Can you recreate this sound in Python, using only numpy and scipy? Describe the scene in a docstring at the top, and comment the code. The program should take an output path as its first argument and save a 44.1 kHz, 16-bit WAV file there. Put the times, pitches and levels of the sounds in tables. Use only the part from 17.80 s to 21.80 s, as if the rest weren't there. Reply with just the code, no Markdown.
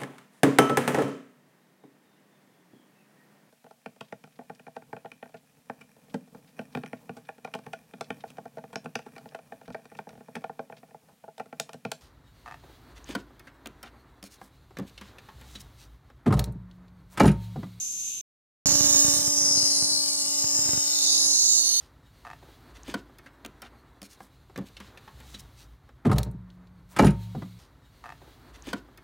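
"""A cicada calls from garden trees; after a short silence a second one, held in the fingers, buzzes close up.
Its tymbals buckle about 290 times a second, rib after rib, and ring the hollow body, whose resonances swell and
fade as it is turned. A low hum pulses with each stroke, mostly on the right, where the hand bumps and rubs the
microphone."""
import sys
import numpy as np
from scipy import signal
from scipy.fft import rfft, irfft
from scipy.io import wavfile

SR = 44100
rng = np.random.default_rng(int(sys.argv[2]) if len(sys.argv) > 2 else 0)


def generate_wav(sig):
    """Save sig (samples, or channels by samples) to the path in sys.argv[1] as 16-bit PCM at SR."""
    pcm = np.round(np.clip(np.atleast_2d(sig).T, -1, 1) * 32767).astype(np.int16)
    wavfile.write(sys.argv[1], SR, pcm)


N = 176400


def held_cicada():
    """Tymbal clicks ring the shell and the hollow body; a low hum pulses with each stroke."""
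    rib_clicks, stroke_s, force = tymbals()
    return body(shell(rib_clicks)) + stroke_hum(stroke_s, force)


def tymbals(waver_hz=2, wavers_per_s=36, stroke_spread_db=.8, rib_spread_db=1.5):
    """Ribs buckle in turn, with noisy echoes off the fingers. Returns sound, stroke times, forces."""
    # t/s, stroke rate/Hz
    stroke_rate = [(.86, 288), (1.0, 290), (1.12, 288), (1.3, 286.5), (1.38, 290.5), (2.0, 290.5),
                   (2.4, 288.5), (2.74, 287.5), (2.88, 292), (3.02, 289), (3.15, 293), (3.26, 287),
                   (3.35, 291), (3.5, 286.5), (3.62, 299), (3.9, 297), (4.0, 300)]
    # ribs of one stroke: delay/ms, level/dB, jitter/ms
    ribs = [(0, 0, .04), (.3, -6, .1), (.62, -8, .12), (1.3, -12, .25), (2.3, -15, .35)]
    # unevenness of the strokes: t/s, jitter/ms, echo level/dB
    struggle = [(.86, .04, -14), (1.25, .03, -15), (2.0, .05, -12), (3.45, .05, -10), (3.62, .13, -8),
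                (4.0, .13, -8)]
    delay_ms, rib_db, rib_jitter_ms = np.array(ribs).T
    draws = rng.standard_normal((2048, 3, len(ribs)))
    echoes = undb(curve(struggle, column=2)) * rng.standard_normal(N)
    stroke_s = stroke_times(curve(stroke_rate) + waver_hz * wander(wavers_per_s))
    timing_draw, level_draw, stroke_draw = draws[:len(stroke_s)].swapaxes(0, 1)
    jitter_ms = curve(struggle)[(stroke_s * SR).astype(int)]
    stroke_s = stroke_s + jitter_ms * stroke_draw[:, 0] / 1000
    force = undb(stroke_spread_db * stroke_draw[:, 1])
    rib_s = stroke_s[:, None] + (delay_ms + rib_jitter_ms * timing_draw) / 1000
    rib_gain = force[:, None] * undb(rib_db + rib_spread_db * level_draw)
    return unit(clicks(rib_s, rib_gain)) + echoes, stroke_s, force


def shell(x, sway_db=4, sways_per_s=3):
    """Narrow modes ring on after each click, and come and go as the grip changes."""
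    # f/Hz, width/Hz, level/dB
    modes = [(3820, 62, -12), (5310, 290, -14), (7170, 120, -24), (9190, 100, -1.5)]
    ringing = 0
    for hz, width_hz, db in modes:
        mode = signal.lfilter(*signal.iirpeak(hz, hz / width_hz, fs=SR), x)
        ringing = ringing + undb(db + sway_db * wander(sways_per_s)) * mode
    return x + ringing


def body(tymbal, crackle_gain_db=3):
    """Direct and scattered clicks ring the body's resonances, with dry crackle below, sizzle on top."""
    # resonances: f/Hz, width/Hz, gain/dB, right lag/ms
    resonances = [(3718, 335, -4, 0.14), (4467, 746, 0.5, 0.1183), (5370, 990, .5, 0.058),
                  (6370, 1150, 1, 0.07), (7090, 730, -1, 0.077), (8450, 1760, 1.5, 0.096),
                  (10170, 1100, -2.5, 0.093), (13250, 3000, -0.5, .09)]
    # scattered sound per resonance: level/dB
    scattered_db = [-9, -10, -12, -12, -12, -2, -1, 1]
    # swell of each resonance, low to high, before its gain: t/s, left level/dB, right level/dB
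    rasp = [(.86, -37, -43.5), (1.15, -29.5, -30.5), (1.9, -50.5, -49.5), (3.05, -40.5, -48.5),
            (3.3, -24, -38), (3.6, -37.5, -41.5), (4.0, -32, -51)]
    low = [(0.88, -36.5, -30), (1.38, -40, -34), (1.63, -66, -55), (1.73, -53, -43.0), (1.78, -29.5, -37),
           (1.93, -40, -29), (2.18, -27, -28.5), (2.98, -55, -42.5), (3.28, -31.5, -23.5),
           (3.48, -29.5, -29.5), (3.58, -26, -31.5), (3.98, -34, -26.5)]
    middle = [(0.88, -32, -31), (1.18, -30, -28.5), (1.43, -30, -33), (1.73, -20, -30.5),
              (1.88, -23, -33.5), (2.08, -28, -34), (2.23, -28, -41), (2.33, -32.0, -40),
              (2.78, -26.5, -40.5), (3.28, -28, -39), (3.33, -25, -38), (3.68, -34.5, -53),
              (3.78, -35, -54), (3.83, -58, -47), (3.98, -63, -51)]
    main = [(0.88, -37, -22), (1.03, -32.5, -20), (1.23, -22.5, -23.5), (1.43, -60, -28), (1.53, -32, -28),
            (1.58, -65, -23.5), (1.78, -45, -25.5), (2.23, -46.5, -31.5), (2.33, -50, -31.5),
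            (2.48, -46, -33), (2.58, -47, -30), (3.13, -48, -32.5), (3.28, -41.5, -21), (3.43, -42, -24.5),
            (3.53, -35, -20.5), (3.98, -29, -24)]
    shrill = [(0.88, -28, -24.5), (1.03, -29, -35), (1.08, -27, -25), (1.18, -26, -19), (1.68, -31, -43),
              (1.98, -35.0, -35), (2.33, -34.5, -44), (2.78, -26.5, -25), (3.18, -30.0, -31.5),
              (3.48, -38, -25.0), (3.53, -37, -30), (3.78, -28.5, -21.5), (3.83, -40, -36),
              (3.98, -61.0, -49)]
    upper = [(0.88, -44, -40), (1.03, -48, -39), (1.13, -33.5, -40), (1.58, -36, -36.5), (1.68, -33, -42.5),
             (2.48, -34.5, -38), (2.63, -39, -41), (3.18, -41, -40), (3.23, -36, -40), (3.43, -38, -43),
             (3.58, -39, -40), (3.98, -48, -44)]
    top = [(0.88, -39, -51), (1.28, -41.5, -39), (2.18, -32, -41.5), (2.63, -49, -51), (2.98, -55, -59),
           (3.28, -39, -46), (3.38, -32.5, -44.0), (3.48, -33, -58.0), (3.53, -38.5, -42.5),
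           (3.98, -35.5, -34.5)]
    fizz = [(0.88, -43.5, -46), (1.18, -40.5, -43), (1.63, -53, -51), (1.83, -47.5, -59),
            (2.08, -52.5, -56), (2.23, -48, -56), (2.78, -47.5, -50), (3.18, -45.5, -53), (3.73, -53, -49),
            (3.88, -49, -67.5), (3.98, -47, -62.5)]
    # f/Hz, relative level/dB
    crackle_spectrum = [(600, -30.5), (1200, -3), (2300, -3), (3100, 3.5), (3600, -13.5), (4300, -6)]
    # t/s, level/dB
    sizzle_level = [(.86, -55), (1.2, -48), (1.5, -53), (2.3, -77), (2.8, -77), (3.45, -82), (3.65, -46),
                    (4.0, -49)]
    swells = (rasp, low, middle, main, shrill, upper, top, fizz)
    scattered = np.array([turning_scatter(tymbal) for side in range(2)])
    bin_hz = np.arange(N // 2 + 1) * SR / N
    ringing = 0
    for (hz, width_hz, gain_db, lag_ms), scatter_db, swell in zip(resonances, scattered_db, swells):
        lagged = irfft(rfft(tymbal) * np.exp(-2j * np.pi * bin_hz * lag_ms / 1000), N)
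        drive = np.array([tymbal, lagged]) + undb(scatter_db) * scattered
        swell_db = np.array([curve(swell), curve(swell, column=2)])
        ringing = ringing + unit(ring(drive, hz, width_hz)) * undb(gain_db + swell_db)
    # both share the drive of the highest resonance
    crackle = unit(colour(drive, crackle_spectrum)) * undb(crackle_gain_db + curve(fizz))
    sizzle = unit(ring(drive, hz=14900, width_hz=1500)) * undb(curve(sizzle_level))
    return ringing + crackle + sizzle


def stroke_hum(stroke_s, force):
    """One low pulse per stroke merges into a hum with a nasal edge."""
    # f/Hz, relative level/dB
    pulse_spectrum = [(100, -13.5), (290, 1), (580, -4.5), (870, -14.5), (1160, -15), (1450, -23),
                      (2200, -28.5), (4000, -63)]
    # t/s, level/dB
    hum_level = [(.86, -31.5), (1.3, -32), (1.4, -36), (1.77, -37.5), (2.37, -44), (2.69, -41.5),
                 (2.91, -40), (3.1, -45), (3.52, -41.5), (3.58, -52), (3.82, -47.5), (4.0, -54.5)]
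    nasal_level = [(3.45, -50.5), (3.6, -53.5), (3.8, -54.5), (4.0, -58)]
    pushes = clicks(stroke_s, force)
    hum = -unit(colour(pushes - pushes.mean(), pulse_spectrum)) * undb(curve(hum_level))
    nasal = unit(ring(pushes, hz=843, width_hz=486)) * undb(curve(nasal_level))
    return (hum + nasal) * pan_right(left_db=-14.5)


def hand(bump_gain_db=4.5, flicker_db=5):
    """Fingers knock dully on the microphone and rub unevenly over it."""
    # t/s, level/dB, before bump gain or flicker
    bumps = [(.858, -18), (0.887, -21), (.924, -21), (.953, -21.5), (1.008, -18.5), (1.043, -23),
             (1.111, -25), (1.15, -25), (1.248, -21), (1.283, -19), (1.337, -28), (1.367, -24.5),
             (1.391, -25.5), (1.478, -22.5), (1.576, -30), (1.621, -37), (1.709, -27.5), (1.753, -29),
             (1.775, -24), (1.8, -33), (1.831, -25.5), (2.025, -24.5), (2.047, -32), (2.118, -33),
             (2.142, -36), (2.643, -23.5), (2.762, -34), (2.79, -24.5), (2.822, -34), (2.859, -30),
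             (2.89, -23), (2.893, -23), (2.934, -20.5), (2.947, -27), (2.976, -22.5)]
    rub_level = [(.86, -32), (1.3, -40.5), (1.85, -44), (1.95, -46), (2.5, -52.5), (2.95, -44),
                 (3.05, -53.5), (3.45, -49.5), (3.58, -50.5), (3.7, -47.5), (4.0, -57.5)]
    # f/Hz, relative level/dB
    bump_spectrum = [(20, -16), (50, -16), (85, 1.5), (150, 1.5), (300, -7), (600, -14), (1200, -18.5),
                     (2500, -24.5), (6000, -80)]
    rub_spectrum = [(20, -14), (50, -25), (85, -4.5), (180, -1), (400, -9.5), (900, -13.5), (2000, -16),
                    (5000, -25.5)]
    bump_s, bump_db = np.array(bumps).T
    knocks = colour(clicks(bump_s, undb(bump_db + bump_gain_db)), bump_spectrum)
    friction = colour(rng.standard_normal((2, N)), rub_spectrum)
    flicker = undb(flicker_db * np.tanh(wander(per_s=45)))
    rub = unit(friction * flicker) * undb(curve(rub_level))
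    return knocks * pan_right(left_db=-20) + rub * pan_right(left_db=-6.5)


def far_cicada(jitter_ms=.028, foliage_ms=9, blur_db=-2):
    """Even tymbal strokes, blurred by the foliage."""
    # t/s, stroke rate/Hz, level/dB
    call = [(0, 246.3, -30.5), (.03, 246.1, -30.5), (.15, 246.2, -33), (.21, 247.6, -32), (.26, 247.8, -32),
            (.33, 247.8, -33), (.41, 248, -36.5)]
    # f/Hz, relative level/dB
    call_spectrum = [(1000, -37), (1950, -40.5), (2400, -24), (3500, -22), (5500, -14), (5850, -10.5),
                     (6200, 7), (6550, 0), (7150, -6), (7420, -1.5), (7750, -13), (9000, -18.5),
                     (10200, -19), (10900, -15), (12200, -20), (14500, -28), (16000, -37)]
    blur = undb(blur_db) * rng.standard_normal((2, N))
    jitter_s = jitter_ms * rng.standard_normal(2048) / 1000
    stroke_s = stroke_times(curve(call))
    strokes = clicks(stroke_s + jitter_s[:len(stroke_s)], np.ones(len(stroke_s)))
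    scattered = np.array([scatter(strokes, foliage_ms) for side in range(2)])
    return unit(colour(unit(scattered) + blur, call_spectrum)) * undb(curve(call, column=2))


def insect_chorus():
    """Other insects far off merge into a band of rasping noise."""
    # t/s, level/dB
    chorus_level = [(0, -64), (.2, -56), (.28, -48.5), (.41, -49.5)]
    rasp = ring(rng.standard_normal((2, N)), hz=3230, width_hz=1660, order=8)
    return unit(rasp) * undb(curve(chorus_level))


def garden_air(level_db=-61.5):
    """Faint steady noise, strongest in the bass."""
    # f/Hz, relative level/dB
    air_spectrum = [(20, -38), (60, -1.5), (140, 1.5), (300, -2.5), (600, -15), (1500, -20), (8000, -23)]
    return unit(colour(rng.standard_normal(N), air_spectrum)) * undb(level_db)


def scatter(x, spread_ms):
    """Nearby surfaces smear a sound: each frequency region has its own delay."""
    bin_hz = np.arange(N // 2 + 1) * SR / N
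    knots_hz = np.linspace(0, SR / 2, 90)
    delay_s = np.interp(bin_hz, knots_hz, rng.uniform(0, spread_ms / 1000, len(knots_hz)))
    return irfft(rfft(x) * np.exp(-2j * np.pi * np.cumsum(delay_s) * SR / N), N)


def turning_scatter(x, spread_ms=2.6, hold_s=.16):
    """Scattering patterns crossfade as the insect is turned."""
    position = np.arange(N) / SR / hold_s
    return sum(scatter(x, spread_ms) * np.sin(np.pi / 2 * np.clip(1 - np.abs(position - k), 0, 1))
               for k in range(int(position[-1]) + 2))


def undb(db):
    """Decibels to gain."""
    return 10 ** (np.asarray(db) / 20)


def unit(x):
    """Scale to rms 1."""
    return x / np.sqrt(np.mean(x ** 2))


def curve(rows, column=1):
    """One table column, linearly interpolated in time."""
    rows = np.array(rows, float)
    return np.interp(np.arange(N) / SR, rows[:, 0], rows[:, column])


def colour(x, spectrum, size=4096):
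    """Minimum-phase filter from (f/Hz, level/dB) points; impulse response peaks at 1."""
    hz, db = np.array(spectrum, float).T
    gain = undb(np.interp(np.log(np.arange(size // 2 + 1) * SR / size + 1), np.log(hz), db))
    cepstrum = irfft(np.log(gain))
    cepstrum[1:size // 2] *= 2
    cepstrum[size // 2 + 1:] = 0
    response = irfft(np.exp(rfft(cepstrum)))
    return signal.fftconvolve(np.atleast_2d(x), response[None] / np.abs(response).max())[:, :N]


def ring(x, hz, width_hz, order=4):
    """Steep zero-phase resonance; keeps clicks compact."""
    detuning = (np.arange(N // 2 + 1) * SR / N - hz) / (width_hz / 2)
    return irfft(rfft(x) / np.sqrt(1 + np.abs(detuning) ** (2 * order)), N)


def clicks(times_s, gains, half_taps=6):
    """Windowed-sinc clicks placed between samples."""
    centre = np.ravel(times_s)[:, None] * SR
    taps = np.floor(centre).astype(int) + np.arange(1 - half_taps, half_taps + 1)
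    window = np.cos(np.pi * (taps - centre) / (2 * half_taps)) ** 2
    pulses = np.sinc(taps - centre) * window * np.ravel(gains)[:, None]
    inside = (taps >= 0) & (taps < N)
    return np.bincount(taps[inside], pulses[inside], N)


def stroke_times(rate_hz):
    """Time/s of each stroke at a changing rate."""
    cycles = np.cumsum(rate_hz) / SR
    return np.interp(np.arange(1, cycles[-1]), cycles, np.arange(N) / SR)


def wander(per_s):
    """Smooth random drift, rms 1."""
    return unit(np.interp(np.arange(N) / SR * per_s, np.arange(1024), rng.standard_normal(1024)))


def pan_right(left_db):
    """Stereo gains, left side lowered."""
    return np.array([[undb(left_db)], [1]])


def scene(garden_end_s=.411, held_start_s=.858):
    """The garden, a silence, then the cicada in the hand."""
    t = np.arange(N) / SR
    air = garden_air()
    garden = insect_chorus() + far_cicada() + air
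    close_up = held_cicada() + hand() + air
    return garden * (t < garden_end_s) + close_up * (t > held_start_s)


def record(dry, cutoff_hz=15550):
    """Steep low-pass on the top treble."""
    return signal.sosfilt(signal.ellip(10, .2, 80, cutoff_hz, fs=SR, output="sos"), dry)


dry = scene()
out = record(dry)
generate_wav(out)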